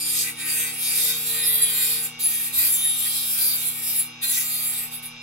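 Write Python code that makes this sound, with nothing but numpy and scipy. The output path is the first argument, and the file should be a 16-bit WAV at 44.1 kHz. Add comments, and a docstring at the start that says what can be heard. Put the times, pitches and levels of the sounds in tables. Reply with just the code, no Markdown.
"""A rotary tool's cut-off wheel, near 155 turns a second, grinds a thin metal rod pushed in by hand.
The same rim grit strikes the rod on every turn and slowly wears; this nearly periodic force drives the
modes of rod and wheel, which scrape, ring, screech and whistle. The motor sags under the load.
Between cuts only the mains-fed motor hums and whines, with the hiss of its cooling air.
A small furnished room adds short echoes, and the stereo image is widened."""
import sys
import numpy as np
from scipy import signal
from scipy.fft import rfft, irfft
from scipy.io import wavfile
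from scipy.ndimage import uniform_filter1d, map_coordinates

SR = 44100
rng = np.random.default_rng(int(sys.argv[2]) if len(sys.argv) > 2 else 0)


def master(y):
    """Save y as 16-bit WAV."""
    cut = np.clip(np.atleast_2d(y).T, -1, 1)
    pcm = np.round(cut * 32767)  # scale
    wavfile.write(sys.argv[1], SR, pcm.astype(np.int16))


N = 230510
T = np.arange(N) / SR
FREQS = np.fft.rfftfreq(N, 1 / SR)
IDLE_HZ, MAINS_PULSE_HZ, TOP_HZ = 156.8, 120, 15750


def undb(db):
    """Decibels to amplitude ratio."""
    return 10 ** (np.asarray(db) / 20)


def unit(x):
    """Normalisation to rms 1."""
    return x / np.sqrt(np.mean(x ** 2))


def steady(x, seconds=0.11):
    """Normalisation of the short-term rms to 1, keeping the grain."""
    return x / np.sqrt(np.abs(uniform_filter1d(x ** 2, int(seconds * SR))) + 1e-12)


def walk(rate_hz):
    """Low-pass noise: a smooth random drift of rms 1."""
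    hold = int(SR / rate_hz)
    steps = np.repeat(rng.standard_normal(N // hold + 1), hold)
    return unit(uniform_filter1d(uniform_filter1d(steps, hold), hold)[:N])


def swell(middle_s, length_s):
    """A rounded envelope that rises from 0 to 1, holds and falls."""
    return 1 / (1 + (2 * (T - middle_s) / length_s) ** 4)


def swells(events):
    """Superposed swells: one curve for each column after middle_s and length_s."""
    return np.transpose(events)[2:] @ np.array([swell(row[0], row[1]) for row in events])


def colour(x, points):
    """Zero-phase filtering by a curve of (frequency_hz, gain_db) points."""
    hz, db = np.transpose(points)
    return irfft(rfft(x) * undb(np.interp(np.log(FREQS + 1), np.log(hz), db)), N)


def resonate(spectrum, hz, width_hz):
    """Forced response of one damped mode, with steepened skirts."""
    f = FREQS + 1
    response = spectrum / (1 + 1j * (f * f - hz * hz) / (f * width_hz))
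    return irfft(response / (1 + ((f - hz) / (5 * width_hz)) ** 2), N)


def ring(force, modes, shift_db):
    """Modal superposition: as the contact point creeps, each mode takes a changing share."""
    # a small part radiates little below its lowest mode
    spectrum = rfft(force) / np.sqrt(1 + (0.36 * modes[0][0] / (FREQS + 1)) ** 8)
    return steady(sum(undb(db + shift_db * walk(8)) * resonate(spectrum, hz, width_hz)
                      for hz, width_hz, db in modes))


def level(load, base_db, per_force, per_rasp, flutter_db):
    """Power-law gain in the hand's force and rasp, fluttering as the contact point shifts."""
    force_db, rasp_db = load
    return undb(base_db + per_force * force_db + per_rasp * rasp_db + flutter_db * walk(20.58))


def hand(release_db_per_s=343, tremor_hz=15, tremor_db=0.6, settled_chips_db=-11):
    """Contact loading: each press rises linearly, holds and decays exponentially."""
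    # rod against wheel: touch_s, lift_s, attack_s, force_db, rasp_db, rod_db, screech_db, fizz_db
    contacts = [(0, 0.287, 0.001, -4, 6.5, -2, -3.5, -13), (0.343, 0.708, 0.18, -3, 4, 2, -1, -9),
                (0.725, 1.105, 0.068, -1.5, 3, 1, 2.5, -5), (1.096, 2.058, 0.1, -2, 0, 1, -0.5, 2),
                (2.188, 2.481, 0.018, -1.5, 0, 2, 1.5, 7),
                (2.522, 3.701, 0.024, -0.77, -0.3, -4.5, -2.5, 2),
                (3.703, 3.999, 0.21, 5, -0.2, -5.5, -2, 1), (4.211, 4.84, 0.028, -0.5, -1.9, -1.5, -1.5, 5),
                (4.903, 4.947, 0.04, -3, -4, -8, -3.5, 3), (5.021, 5.033, 0.014, -9, -6, -2, 3, 4),
                (5.052, 5.046, 0.0071, -11, -5, -7, -12, 5)]
    # the grinding briefly surges or dips:
    # middle_s, length_s, force_db, rasp_db, chips_db, shrill_db, fizz_db
    swings = [(0.162, 0.22, 2.5, 0, 29.5, 4, -5), (0.405, 0.044, 3, -1.5, 10, -18, -12),
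              (0.53, 0.2, 1.5, 4, 10, 6.5, -6), (0.64, 0.073, -0.5, 0.5, 3.5, 5, -1),
              (0.74, 0.039, -3, 2, 14, -5, 0), (0.93, 0.16, -1, 2, 1, 4, -2),
              (1.016, 0.21, 4, 0.5, 15.5, 2, 10), (1.295, 0.08, 1, 5, 5, 6, -3),
              (1.37, 0.079, 1.5, 5, 9.5, -2, 0), (1.465, 0.09, 7, 2, 8.5, -8, -6),
              (1.565, 0.098, 3.5, 1.5, 10, 10, 1), (1.68, 0.04, 1.5, -1, 5, -5, 0),
              (1.78, 0.2, 3.5, 1.5, 5.5, 3, -4), (1.915, 0.14, 2.5, 2.5, 7.5, 6.5, -5),
              (2.055, 0.05, -2.5, 3, 11.5, 9, 2), (2.26, 0.062, -1.5, 0, 4, 0, 0),
              (2.33, 0.11, 2, 0, 7, 3, -1), (2.44, 0.1, 1, 0, 16, 4, -6), (2.62, 0.12, 4.5, 3, 10, 8, -1),
              (2.725, 0.12, 4, 2.5, 8.5, 1, 3), (3.04, 0.17, 5, -0.5, 11, -5, -9),
              (3.16, 0.08, 6, -0.5, 5.5, -16, -11), (3.475, 0.25, 7, 2, 10, 4, -3),
              (3.555, 0.031, -8, -2, 9, 7, 4), (3.68, 0.081, 2, -1, 11, -2, -1),
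              (3.812, 0.012, -12, 3, 13, -5, 0), (3.955, 0.055, -4, -0.5, 13.5, 0, 0),
              (4.238, 0.028, 3, -2.5, 9.5, 3, -10), (4.35, 0.19, 6, 0.5, 15.5, -7, 2),
              (4.61, 0.28, 1.5, -0.5, 6, 0, -2), (4.735, 0.044, 0.5, 2, 7, -8, -3),
              (4.79, 0.055, -1, 1.5, 11, -13, -8)]
    presses = np.array([np.clip((T - touch) / attack, 0, 1)
                        * undb(db - release_db_per_s * np.maximum(T - lift, 0))
                        for touch, lift, attack, db, *_ in contacts]) + 1e-9
    total = presses.sum(axis=0)
    rasp_db, rod_db, screech_db, fizz_db = np.transpose(contacts)[4:] @ presses / total
    swing_db, swing_rasp_db, chips_db, shrill_db, swing_fizz_db = swells(swings)
    force_db = 20 * np.log10(total) + swing_db + tremor_db * walk(tremor_hz)
    return (force_db, rasp_db + swing_rasp_db, settled_chips_db + chips_db,
            rod_db, screech_db, shrill_db, fizz_db + swing_fizz_db)


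def rim(turns, wear_turns, size=280, evenness=0.51):
    """Quasi-periodic excitation: a random rim profile returns each turn and is renewed by wear."""
    kept = np.exp(-1 / wear_turns)
    fresh = rng.standard_normal((N // 200, size))
    initial = kept * rng.standard_normal((1, size))
    worn, _ = signal.lfilter([np.sqrt(1 - kept ** 2)], [1, -kept], fresh, axis=0, zi=initial)
    harmonics = rfft(worn)
    evened = irfft(harmonics / (abs(harmonics) ** 2 + size / 10) ** (evenness / 2), size)
    return unit(map_coordinates(evened.ravel(), [turns * size], order=3, mode="nearest"))


def grit(turns, chips_db, pinch_db, chatter_per_db=0.28, lobes_db=1.5, wobble_db=1.5):
    """Abrasion: repeating grains and random chips give a force, modulated by the wheel's high spots."""
    # the warped wheel rubs each wall of the groove once a turn, and chatters when pinched
    wobble = (walk(5.14) + chatter_per_db * pinch_db) * np.cos(4 * np.pi * turns)
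    ripple = undb(lobes_db * rim(turns, wear_turns=73, size=30) + wobble_db * wobble)
    grains = rim(turns, wear_turns=45)
    chips = undb(chips_db) * rng.standard_normal(N)
    force = steady(ripple * (grains + chips))
    # the light chips shake the rod less
    rod_force = steady(ripple * (rim(turns, wear_turns=25.8, evenness=1) + 0.5 * chips))
    return force, rod_force, ripple


def scraping(force, load, stall_db, shift_db=5.0, bands=18):
    """Modal overlap: dense modes of rod and wheel swell in groups as the groove changes shape."""
    # scrape spectrum: frequency_hz, gain_db
    response = [(60, -77), (400, -17.5), (700, -25), (1400, -23), (2400, -5.5), (2750, -16), (3000, -8.5),
                (3300, -10), (4100, -7.5), (4800, -8), (5300, -6.5), (6300, -8), (7200, -12), (8200, 0.5),
                (9200, 4), (13000, -13), (15600, -3)]
    spectrum, step_hz = rfft(colour(force, response)), TOP_HZ / bands
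    groups = (irfft(spectrum * np.maximum(1 - abs(FREQS / step_hz - k), 0), N) for k in range(bands + 2))
    scrape = steady(sum(group * undb(shift_db * walk(7.4)) for group in groups))
    return scrape * level(load, -36.5 + stall_db, per_force=0.97, per_rasp=1, flutter_db=1.5)


def fizzing(force, load, fizz_db):
    """High-band noise: fine dust fizzes at the top of the contact force's spectrum."""
    # dust spectrum: frequency_hz, gain_db
    response = [(1000, -74), (9000, -28), (13000, 0), (13500, 4), (14200, 0), (15400, -2.5)]
    fizz = steady(colour(force, response))
    return fizz * level(load, -42 + fizz_db, per_force=0.59, per_rasp=0.078, flutter_db=2.2)


def rod_bending(force, load, rod_db):
    """Flexural vibration: the rod's bending modes ring out when the grip eases."""
    # bending modes: pitch_hz, width_hz, level_db
    modes = [(1290, 130, -15.5), (1535, 100, -7.5), (1874, 47, 3), (1963, 21, 12), (2400, 210, -1),
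             (2514, 200, 1.5)]
    # the grip eases: middle_s, length_s, lift_db
    easings = [(.15, 0.023, 4), (.28, 0.076, 7), (.44, 0.33, 7), (.53, 0.06, -0.5), (.65, 0.1, 5.5),
               (.9, 0.1, 9), (.99, 0.036, 7.5), (1.11, 0.066, 7), (1.38, 0.12, 4.5), (1.605, 0.034, 3),
               (1.8, 0.07, 3), (2.06, 0.036, 4), (2.22, 0.03, -4), (2.38, 0.045, -1), (2.635, 0.1, 9.5),
               (2.74, 0.028, 8), (2.87, 0.038, 8.5), (3.07, 0.025, 12), (3.15, 0.046, 1), (3.4, 0.14, 8),
               (3.79, 0.1, 8.5), (3.99, 0.04, 6.5), (4.25, 0.056, 5), (4.4, 0.077, 6.5), (4.6, 0.082, 0.5),
               (4.76, 0.11, 0)]
    lift_db, = swells(easings)
    bending = ring(force, modes, shift_db=3.5)
    return bending * level(load, -45 + rod_db + lift_db, per_force=0.052, per_rasp=0.054, flutter_db=1.34)


def rod_screeching(force, load, screech_db, shift_db=2.5, reach_hz=415):
    """Resonance of the rod's upper modes: each screech lifts those near its own pitch."""
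    # upper modes: pitch_hz, width_hz, level_db
    modes = [(3290, 210, -4.5), (3689, 165, -1.5), (4090, 99, -10.5), (4455, 97, -19), (4710, 76, -7),
             (4990, 260, -16), (6530, 1060, -6)]
    # the rod screeches in the groove: middle_s, length_s, lift_db, pitch_hz
    screeches = [(0.035, 0.15, 19.5, 4880), (0.19, 0.13, 23, 5040), (0.227, 0.18, 14, 6350),
                 (0.521, 0.054, 16.5, 4700), (0.586, 0.26, 10.5, 6500), (0.687, 0.068, 7, 4760),
                 (0.912, 0.13, 11.5, 4920), (0.977, 0.31, 4, 6400), (1.086, 0.052, 15, 5200),
                 (1.286, 0.06, 16, 4140), (1.354, 0.069, 10.5, 4570), (1.432, 0.22, -11, 4000),
                 (1.467, 0.04, 14, 5130), (1.568, 0.11, 16, 4270), (1.817, 0.16, 9, 4040),
                 (1.9, 0.2, -4, 6300), (1.93, 0.074, 9, 4200), (2.632, 0.13, 19, 4420),
                 (2.834, 0.17, 0.5, 3450), (3.086, 0.074, 16, 4500), (3.215, 0.1, 17, 4230),
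                 (3.486, 0.17, 22, 4500), (4.35, 0.3, 12, 4230), (4.358, 0.19, 8, 6400),
                 (4.556, 0.29, 1, 4680), (4.656, 0.35, 4.5, 6260)]
    spectrum, out = rfft(force), 0
    lifts_db = np.array([db * swell(middle, length) for middle, length, db, _ in screeches])
    pitches_hz = np.transpose(screeches)[3]
    for hz, width_hz, db in modes:
        lift_db = np.exp(-((pitches_hz - hz) / reach_hz) ** 2) @ lifts_db
        out += undb(db + lift_db + shift_db * walk(10)) * steady(resonate(spectrum, hz, width_hz))
    return out * level(load, -44.5 + screech_db, per_force=0.29, per_rasp=0.14, flutter_db=2.33)


def wheel_ringing(force, load, low_db, squeal_db, shrill_db):
    """Forced vibration of a disc: the grit drives four groups of the wheel's modes."""
    # wheel modes, lowest group first: pitch_hz, width_hz, level_db
    low_modes = [(7110, 47, -4.5), (7530, 123, 2.5)]
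    squeal_modes = [(10486, 150, -6), (10650, 75, -5), (10710, 88, 3.5), (11096, 110, -0.5)]
    sheen_modes = [(11520, 170, 2), (11920, 140, 10.5), (12380, 300, 4), (12760, 290, -9)]
    shrill_modes = [(12750, 97, 0), (13040, 170, -1)]
    low = ring(force, low_modes, shift_db=4.5)
    low *= level(load, -44 + low_db, per_force=0.61, per_rasp=0.85, flutter_db=2.5)
    squeal = ring(force, squeal_modes, shift_db=3.0)
    squeal *= level(load, -34.5 + squeal_db, per_force=0.49, per_rasp=0.35, flutter_db=1.7)
    sheen = ring(force, sheen_modes, shift_db=2.0)
    sheen *= level(load, -36.5, per_force=1, per_rasp=0.1, flutter_db=1.5)
    shrill = ring(force, shrill_modes, shift_db=7.0)
    shrill *= level(load, -40 + shrill_db, per_force=1, per_rasp=0.1, flutter_db=1.0)
    return low + squeal + sheen + shrill


def cutting(turns, force_db, rasp_db, chips_db, rod_db, screech_db, shrill_db, fizz_db):
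    """Source and resonator: the grit excites rod and wheel for as long as they touch."""
    # the groove pinches the wheel and it sings out: middle_s, length_s, squeal_db, low_db
    pinches = [(0.814, 0.15, 2.5, -4), (1.05, 0.057, 2, 4), (1.405, 0.051, 6, 5), (1.47, 0.056, 7, 0),
               (1.632, 0.033, 13.5, 12), (1.83, 0.11, -0.5, 7.5), (2.26, 0.05, 10.5, 8),
               (2.75, 0.11, 6, 4.5), (2.88, 0.089, 11.5, 10), (3.66, 0.094, 5.5, 3),
               (3.995, 0.045, 9.5, 7.5), (4.32, 0.15, 5, 5.5), (4.46, 0.097, -3, 7), (4.665, 0.078, 7, 9.5),
               (4.95, 0.046, 3, -5), (5.06, 0.035, 8, -2)]
    squeal_db, low_db = swells(pinches)
    stall_db = -0.36 * squeal_db  # the cutting fades in a pinch
    load = force_db, rasp_db
    force, rod_force, ripple = grit(turns, chips_db, squeal_db)
    scrape = scraping(force, load, stall_db)
    fizz = fizzing(force * ripple, load, fizz_db)
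    rod = rod_bending(rod_force, load, rod_db) + rod_screeching(rod_force, load, screech_db)
    wheel = wheel_ringing(force, load, low_db, squeal_db, shrill_db + stall_db)
    # as the force falls, the fingers damp the rod first
    wheel_on, rod_on = (1 / (1 + undb(touch_db - force_db) ** 2) for touch_db in (-19, -13))
    return scrape + wheel_on * (wheel + fizz) + rod_on * rod


def motor(turns, sag_hz, waver_db=2.0, whine_db_per_hz=-0.63):
    """Modulation: armature slots whine at shaft orders; the pulsing mains hums and adds sidebands."""
    # motor tones: shaft_order, added_mains_order, level_db
    tones = [(0, 1, -58), (0, 2, -53.5), (0, 4, -64.5), (0, 7, -66), (5, 0, -64), (8, -3, -62),
             (8, -1, -64.5), (8, 0, -61.5), (8, 2, -67), (8, 3, -70.5), (13, 0, -69), (16, -2, -52),
             (16, -1, -52.5), (16, 0, -62), (16, 1, -54.5), (16, 2, -56.5), (16, 3, -61.5), (18, 0, -52.5),
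             (22, 0, -69), (23, 0, -72), (24, 0, -58), (32, 0, -60), (40, 0, -67)]
    out = 0
    for order, mains_order, db in tones:
        cycles = order * turns + mains_order * MAINS_PULSE_HZ * T + rng.random()
        drift_db = waver_db * walk(17) * (order > 0)
        load_db = whine_db_per_hz * sag_hz * (order > 10)  # the whine weakens as the shaft slows
        out += undb(db + drift_db + load_db) * np.sin(2 * np.pi * cycles)
    return np.sqrt(2) * out


def shaking(turns, sag_hz, rasp_db):
    """Rotating unbalance shakes tool and clamp at low shaft orders; the rod judders at a subharmonic."""
    # tool vibration: shaft_order, idle_db, db_per_sag_hz, db_per_rasp_db, waver_db
    orders = [(1, -58.5, 2, 0.17, 0.8), (2, -62, -1.55, 1.18, 1.5), (3, -76.5, 7, 1.07, 1)]
    # the rod catches on every second turn: middle_s, length_s, level_db
    judders = [(.19, 0.19, -57), (1.04, .12, -67)]
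    out = sum(undb(db) * swell(middle, length) for middle, length, db in judders) * np.sin(np.pi * turns)
    for order, db, per_sag, per_rasp, waver_db in orders:
        gain = undb(db + per_sag * sag_hz + per_rasp * rasp_db + waver_db * walk(21.96))
        out += gain * np.sin(2 * np.pi * (order * turns + rng.random()))
    return np.sqrt(2) * out


def fan(turns, sag_hz, idle_db=-50, db_per_hz=1.35, repeat_db=-3):
    """Modulated noise: air and brush hiss partly repeats each turn, throbs with mains, rises with load."""
    # hiss spectrum: frequency_hz, gain_db
    response = [(25, -1), (70, -5), (300, -6), (630, -8.5), (780, -1), (1020, -4), (1250, 3.5),
                (1700, -6.5), (2400, 2), (3000, -0.5), (3700, 4.5), (4400, -8.5), (6000, -0.5),
                (8000, -19.5), (16000, -48)]
    hiss = rng.standard_normal(N) + undb(repeat_db) * rim(turns, wear_turns=56)
    throbbing = hiss * (1 + np.cos(2 * np.pi * MAINS_PULSE_HZ * T))
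    return unit(colour(throbbing, response)) * undb(idle_db + db_per_hz * sag_hz)


def whistling(turns, waver_db=2.2, slip_cycles=0.06):
    """Mode locking: a rod mode holds to a multiple of the shaft speed, slipping a little in phase."""
    # locked tones: middle_s, length_s, shaft_order, level_db
    whistles = [(0.833, .07, 24, -39), (1.06, .14, 24, -50), (1.3, .07, 26, -40), (1.42, 0.24, 27, -46.5),
                (1.452, 0.142, 24, -39), (1.45, 0.031, 33, -32.5), (1.52, 0.3, 26, -42),
                (1.55, .5, 22, -49), (1.86, 0.27, 24, -41), (1.9, 0.22, 27, -49.5), (2.63, 0.12, 30, -41),
                (2.806, .2, 20, -50), (2.82, .22, 24, -44.5), (2.844, .17, 23, -42), (3.14, .2, 30, -56),
                (4.5, .22, 30, -51)]
    out = 0
    for middle, length, order, db in whistles:
        cycles = order * turns + slip_cycles * walk(90) + rng.random()
        out += undb(db + waver_db * walk(29.54)) * swell(middle, length) * np.sin(2 * np.pi * cycles)
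    return np.sqrt(2) * out


def diffusion(decay_s):
    """Phase scattering: the nearly flat frequency response of a dense, decaying noise tail."""
    tail = rng.standard_normal(N) * undb(-60 * T / decay_s) * (T > .002)
    for _ in range(3):  # flatten the spectrum, then taper the tail again
        spectrum = rfft(tail)
        tail = irfft(spectrum / (abs(spectrum) + 1e-12), N) * undb(-20 * T / decay_s)
    return rfft(tail / np.sqrt(np.sum(tail ** 2)))


def room(x, decay_s=0.24, widening_s=0.016, wet_db=-11, side_db=-7.0, diffuse_db=-4.5):
    """Reverberation and stereo widening: short echoes, a frequency-dependent left-right phase shift."""
    # colour of the echoes and of the side signal: frequency_hz, gain_db
    echo_colour = [(150, -19), (700, -4), (1800, 1.5), (13000, 3.5), (15000, -6)]
    side_colour = [(30, -2), (150, -18.5), (700, -10), (1300, -3.5), (1900, 7.5), (2500, 1.5), (4100, 9.5),
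                   (6200, 4), (7400, 3), (9000, 4.5), (10700, 6), (12000, 5), (13000, 11), (15000, -11)]
    direct = rfft(x)
    mid = x + undb(wet_db) * colour(irfft(direct * diffusion(decay_s), N), echo_colour)
    # a side signal in quadrature shifts the phase, with equal level on both sides
    quadrature = 1j * np.tanh(4 * diffusion(widening_s).real)
    late = undb(diffuse_db) * diffusion(decay_s)
    side = undb(side_db) * colour(irfft(direct * (quadrature + late), N), side_colour)
    return np.array([mid + side, mid - side])


def scene():
    """Synchronous sources: one shaft angle drives motor, wheel and grit; one hand presses the rod."""
    # shaft speed: time_s, speed_hz
    speed = [(0, 156.4), (.22, 154.5), (.42, 155.6), (.64, 154.5), (.88, 155.4), (1.06, 153.4),
             (1.28, 154.1), (1.53, 153.3), (1.78, 153.9), (1.98, 153.6), (2.28, 155.9), (2.56, 156.2),
             (2.78, 155.5), (3.36, 156.1), (3.58, 154.7), (4.05, 155.7), (4.23, 156.8), (4.44, 155.2),
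             (4.88, 154.7), (5.23, 156.3)]
    shaft_hz = np.interp(T, *np.transpose(speed))
    turns = np.cumsum(shaft_hz + 0.0925 * walk(25.11) + 0.15 * walk(150)) / SR
    sag_hz = IDLE_HZ - shaft_hz
    force_db, rasp_db, *timbre_db = hand()
    tool = motor(turns, sag_hz) + shaking(turns, sag_hz, rasp_db) + fan(turns, sag_hz)
    return room(cutting(turns, force_db, rasp_db, *timbre_db) + whistling(turns) + tool)


def record(dry):
    """Band limiting: a steep elliptic low-pass removes the highest treble."""
    return signal.sosfilt(signal.ellip(10, .2, 80, TOP_HZ, fs=SR, output="sos"), dry)


dry = scene()
out = record(dry)
master(out)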